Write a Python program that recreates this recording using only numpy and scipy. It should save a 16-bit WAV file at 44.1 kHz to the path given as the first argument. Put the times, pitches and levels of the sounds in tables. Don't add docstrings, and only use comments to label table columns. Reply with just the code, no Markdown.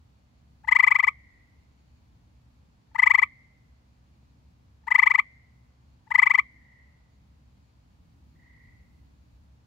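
import sys
import numpy as np
from scipy import signal
from scipy.fft import rfft, irfft, next_fast_len
from scipy.io import wavfile
from scipy.ndimage import map_coordinates

SR = 44100
rng = np.random.default_rng(int(sys.argv[2]) if len(sys.argv) > 2 else 0)


def wav_out(sig):
    wavfile.write(sys.argv[1], SR, np.round(np.clip(np.atleast_2d(sig).T, -1, 1) * 32767).astype(np.int16))


N = 426006


def amp(db):
    return 10 ** (np.asarray(db) / 20)


def unit(x):
    return x / np.sqrt(np.mean(x ** 2) + 1e-20)


def along(points, hz):
    f, v = np.transpose(points)
    return np.interp(np.log(hz + 1), np.log(f + 1), v)


def wobble(rate_hz, size=N):
    knots = np.arange(size) * rate_hz / SR
    coarse = np.arange(0, knots[-1] + 1, 1 / 8)
    values = rng.standard_normal(int(knots[-1]) + 4)
    return np.interp(knots, coarse, map_coordinates(values, [coarse]))


def filtered(x, response):
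    n = x.shape[-1]
    m = next_fast_len(n + 2048, real=True)
    hz = np.fft.rfftfreq(m, 1 / SR)
    return irfft(rfft(x, m) * response(hz), m)[..., :n]


def coloured(x, spectrum):
    return filtered(x, lambda hz: amp(along(spectrum, hz)))


def ringing(points, size=4096):
    hz = np.fft.rfftfreq(size, 1 / SR)
    cepstrum = irfft(np.log(amp(along(points, hz))))
    cepstrum[1:size // 2] *= 2
    cepstrum[size // 2 + 1:] = 0
    return irfft(np.exp(rfft(cepstrum)))[:size // 2]


def add(track, start_s, sound):
    part = track[..., max(round(start_s * SR), 0):][..., :sound.shape[-1]]
    part += sound[..., :part.shape[-1]]


JITTER = .009
RASP_FOLLOW = .7
CATCH_S, CATCH_WIDTH_S, CATCH_DB = -.0108, .0028, -33
# time from the crest in seconds, drive in dB, pitch ratio.
CHIRP_COURSE = [(-.017, -42, .82), (-.0135, -16, .855), (-.010, -14.3, .92), (-.005, -5.3, .985),
                (0, -3.1, 1.033), (.0025, -2.2, 1.083), (.0045, -5.8, 1.14), (.007, -24, 1.14),
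                (0.012, -35, 1.177), (.016, -60, 1.197)]
# multiple of the fundamental, level in dB.
FOLD_PARTIALS = [(1, -4.9), (2, -.2), (3, -27), (4, -40), (5, -43), (6, -49), (7, -46), (8, -47)]
# frequency in Hz, relative density in dB per Hz.
RASP_SPECTRUM = [(350, -4), (600, 5), (900, 4), (2500, 4), (3500, -1), (4500, -4), (6200, -8), (7500, -2),
                 (8300, -5), (9100, -18), (10000, -19), (11600, 3), (12800, -9), (13700, 3.5), (15000, -6)]
# frequency in Hz, relative density in dB per Hz.
CATCH_SPECTRUM = [(300, -2), (620, 6), (1000, -1), (1600, 0), (2700, -5), (4200, -10), (8000, -16),
                  (9200, -29), (12000, -18), (15000, -26)]


def chirp(pitch_hz, soft_db=0, rasp_db=-33.3, vary_db=.4, shorten_per_db=.022):
    s, drive_db, ratio = np.transpose(CHIRP_COURSE)
    t = s[0] + np.arange(SR // 25) / SR
    s = s * np.exp(-shorten_per_db * soft_db)
    drive = amp(np.interp(t, s, drive_db, left=-120, right=-120))
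    flutter = 1 + JITTER * (2 - drive) * wobble(900, size=len(t))
    pitch = pitch_hz * np.interp(t, s, ratio) * flutter
    phase = 2 * np.pi * np.cumsum(pitch) / SR

    k, partial_db = np.transpose(FOLD_PARTIALS)
    softness_db = np.where(k == 1, soft_db, -soft_db) / 2
    variation_db = vary_db * k * (k > 2) * rng.standard_normal(len(k))
    swell = drive ** np.where(k > 2, RASP_FOLLOW, 1)[:, None]
    partials = swell * np.sin(np.outer(k, phase))
    tone = amp(partial_db + softness_db + variation_db) @ partials

    puffs = rng.standard_normal(len(t)) * (1 + np.cos(phase))
    rasp = amp(rasp_db) * drive ** RASP_FOLLOW * unit(coloured(puffs, RASP_SPECTRUM))

    grit = unit(coloured(rng.standard_normal(len(t)), CATCH_SPECTRUM))
    catch = amp(CATCH_DB) * np.exp(-((t - CATCH_S) / CATCH_WIDTH_S) ** 2) * grit
    return tone + catch + rasp


SLOWING_S = .00048
LEAD_S = .005
BUILD = 4.2
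EASE_DB, EASE_S = 2.3, .012
FLAT, TIGHTEN_S = .035, .1
SAG_PER_DB, SAG_MOST = .0028, .1


def trill(count, period_s, level_db, puff_db, shortfall_db, ease_s, pitch_hz):
    k = np.arange(-1, round(count))
    s = k * period_s + SLOWING_S * k * (k - 1) / 2 - LEAD_S * (k < 0)
    weak_db = np.where(k < 0, puff_db, shortfall_db / BUILD ** k)
    eased = (1 + np.tanh((s - ease_s) / EASE_S)) / 2
    sag = np.minimum(SAG_PER_DB * weak_db, SAG_MOST)
    slack = FLAT * np.exp(-s / TIGHTEN_S) + sag
    return np.transpose([s, level_db - weak_db - EASE_DB * eased, pitch_hz * (1 - slack)])


# crest of the first full chirp in seconds, number of full chirps,
# first period in seconds, level in dB, shortfall of the opening puff in dB, shortfall of the first chirp
# in dB, time into the trill when the push eases in seconds, pitch in Hz before slack and glide.
NEAR_TRILLS = [(.6886, 11, .0373, -4.2, 31, 5, .25, 1022), (2.9592, 8, .03755, -3.5, 52, 13, .21, 1016),
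               (4.8817, 9, .03735, -4.1, 52, 11, .21, 1014), (6.1178, 8, .0378, -3.6, 40, 8, .135, 1020)]


def near_frog(full_db=-6, softest_db=11, scatter_db=.5):
    voice = np.zeros(N)
    for start_s, *shape in NEAR_TRILLS:
        for s, db, pitch_hz in trill(*shape):
            push = chirp(pitch_hz, soft_db=np.clip(full_db - db, 0, softest_db))
            level = amp(db + scatter_db * rng.standard_normal())
            add(voice, start_s + s + CHIRP_COURSE[0][0], level * push)
    return voice


# frequency in Hz, level in dB.
SAC_RIM_LEFT = [(300, -40), (500, -24.5), (750, -12.5), (880, -0.5), (980, -5), (1070, -8.5), (1220, 6.5),
                (1500, -10.5), (1850, -5), (2020, 4.5), (2170, -2.5), (2310, 0.24), (2750, -4),
                (3700, -5.5), (9000, -8)]
SAC_RIM_RIGHT = [(300, -43.5), (500, -32.5), (750, -24), (880, -14), (980, -23), (1070, -36), (1220, 2),
                 (1500, -6.5), (1850, -21), (2020, -5), (2170, -22), (2310, -1.5), (2750, -9.5),
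                 (3700, -18.5), (6000, -7.5), (9000, -7.5)]
# frequency in Hz, width in Hz, dB over the smooth response.
MOUTH_RESONANCES = [(2740, 120, -5), (3135, 130, -1), (3930, 110, 2), (4310, 110, 2), (5120, 120, 2),
                    (6030, 70, 0), (6830, 150, -2), (7190, 110, 1), (7560, 150, 0), (7900, 150, -2),
                    (11250, 150, 0)]
# frequency in Hz, lead of the left in radians.
LEFT_LEAD = [(600, .1), (1000, 0.28), (1250, 1.1), (2000, .3), (2300, 0.61), (3200, .4), (5000, .4),
             (8000, 1.6), (11500, 2.4), (13500, 2.8)]


def at_microphones(voice):
    def mouth(hz):
        response = 1
        for centre, width, db in MOUTH_RESONANCES:
            damping = 1j * hz * width
            response = response + amp(db) * damping / (centre ** 2 - hz ** 2 + damping)
        return response

    sac = np.array([ringing(SAC_RIM_LEFT), ringing(SAC_RIM_RIGHT)])
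    pair = signal.fftconvolve(voice[None], filtered(sac, mouth), axes=1)[:, :N]
    return filtered(pair, lambda hz: np.exp(.5j * along(LEFT_LEAD, hz) * [[1], [-1]]))


# delay in seconds, left level in dB, right level in dB.
WALL_ECHOES = [(.0035, -29.5, -13), (0.0126, -40.5, -30)]


def walls(x):
    echo = np.zeros((2, N))
    for delay_s, left_db, right_db in WALL_ECHOES:
        add(echo, delay_s, amp([[left_db], [right_db]]) * x)
    return echo


def reverb(x, decay, onset_s=.008):
    hz, t, z = signal.stft(rng.standard_normal((2, SR)), SR, nperseg=256)
    decayed = z * amp(-60 * t / along(decay, hz)[:, None])
    tail = signal.istft(decayed, SR, nperseg=256)[1]
    tail *= 1 - np.exp(-np.arange(tail.shape[1]) / SR / onset_s)
    return signal.fftconvolve(x[None], tail / np.linalg.norm(tail[0]), axes=1)[:, :N]


# frequency in Hz, level in dB.
PORCH_COLOUR = [(500, -31), (900, -34), (1250, -27), (2050, -32), (3000, -24), (4500, -28), (12000, -29)]
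# frequency in Hz, t60 in seconds.
PORCH_T60 = [(1000, .11), (2200, .11), (8000, .12)]


def porch(voice):
    return reverb(coloured(voice, PORCH_COLOUR), PORCH_T60)


# start in seconds, end in seconds, level in dB before the yard's
# gains and colour, pitch in Hz before slack and glide.
FAR_TRILLS = [(1.12, 1.43, -60.5, 1000), (6.55, 6.82, -57.2, 980), (8.362, 8.70, -57.2, 988)]


def far_frog(period_s=.0355, swell_s=.04, flat=.06, tighten_s=.13):
    voice = np.zeros(N)
    for start_s, end_s, db, pitch_hz in FAR_TRILLS:
        for s in np.arange(0, end_s - start_s, period_s):
            effort = 1 - np.exp(-(s + period_s / 2) / swell_s)
            push = chirp(pitch_hz * (1 - flat * np.exp(-s / tighten_s)))
            add(voice, start_s + s + CHIRP_COURSE[0][0], amp(db) * effort * push)
    return voice


# frequency in Hz, level in dB.
SAC_CARRY = [(500, -30.5), (1100, -13), (1500, -16), (1850, -2.5), (2050, 0), (2300, -6), (2600, -13),
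             (3200, -1), (6000, -13)]


def carried(voice):
    return coloured(voice, SAC_CARRY)


# frequency in Hz, t60 in seconds.
YARD_T60 = [(300, .5), (1100, .7), (2050, 1.05), (3200, 0.57), (10000, .25)]


def yard(voice, far):
    echoes = reverb(amp(-39.5) * voice + amp(1.2) * far, YARD_T60)
    return carried(amp(1.5) * far + echoes)


# frequency in Hz, left-right correlation.
LEFT_RIGHT_LIKENESS = [(60, 0.99), (130, 0.87), (290, 0.45), (640, -0.06), (1410, -0.33), (3100, 0.094),
                       (6820, 0.0053), (15000, 0.1)]


def rush(spectrum):
    def mid_side(hz):
        turn = np.arccos(np.clip(along(LEFT_RIGHT_LIKENESS, hz), -1, 1)) / 2
        return amp(along(spectrum, hz)) * [np.cos(turn), np.sin(turn)]

    mid, side = filtered(rng.standard_normal((2, N)), mid_side)
    return unit(np.array([mid + side, mid - side]))


# frequency in Hz, relative density in dB per Hz.
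INSECT_SPECTRUM = [(1700, -30), (2300, 0), (3300, -12), (4500, -1), (5600, -25), (6500, -14), (6780, -2),
                   (7200, -25), (9000, -50)]


def insects(db=-85, waver_db=1.5, flutter_db=2):
    level_db = db + waver_db * wobble(3) + flutter_db * wobble(30)
    return amp(level_db) * rush(INSECT_SPECTRUM)


# frequency in Hz, middle level in dB rms.
HUM_TONES = [(68, -67.5), (120, -71.5), (205, -79), (240, -76.5)]


def machine_hum(waver_db=1.9, waver_rad=.67):
    t = np.arange(N) / SR
    hum = np.zeros(N)
    for hz, db in HUM_TONES:
        level = amp(db + waver_db * wobble(2.3)) * np.sqrt(2)
        hum += level * np.sin(2 * np.pi * hz * t + waver_rad * wobble(3.9))
    return hum


RUMBLE_DB = -60.3
SWELL_AT_S, SWELL_S, SWELL_DB = 8.7, 1.1, 3.3
# frequency in Hz, relative density in dB per Hz.
RUMBLE_SPECTRUM = [(20, -36), (35, -23), (50, -6.5), (66, 1), (85, -7), (115, -7.5), (160, -11), (230, -18),
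                   (290, -18), (360, -28), (600, -54.5)]


def distant_traffic(waver_db=1.0):
    t = np.arange(N) / SR
    swell_db = SWELL_DB * np.exp(-((t - SWELL_AT_S) / SWELL_S) ** 2)
    return amp(RUMBLE_DB + swell_db + waver_db * wobble(8)) * rush(RUMBLE_SPECTRUM)


# frequency in Hz, relative density in dB per Hz.
AIR_SPECTRUM = [(160, -28), (280, -10), (379, -15), (427, -8), (662, -9), (912, -8), (1560, -15),
                (3570, -20.5), (4600, -21), (6780, -26), (8300, -31.5), (9030, -50.5), (10000, -32.5),
                (11200, -35.5), (15800, -50.5)]


def faint_air(db=-71.8):
    return amp(db) * rush(AIR_SPECTRUM)


def scene():
    voice, far = near_frog(), far_frog()
    near = at_microphones(voice)
    frogs = near + walls(near[0]) + porch(voice) + yard(voice, far)
    return frogs + insects() + machine_hum() + distant_traffic() + faint_air()


TOP_HZ = 15800


def record(dry):
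    return filtered(dry, lambda hz: hz < TOP_HZ)


dry = scene()
out = record(dry)
wav_out(out)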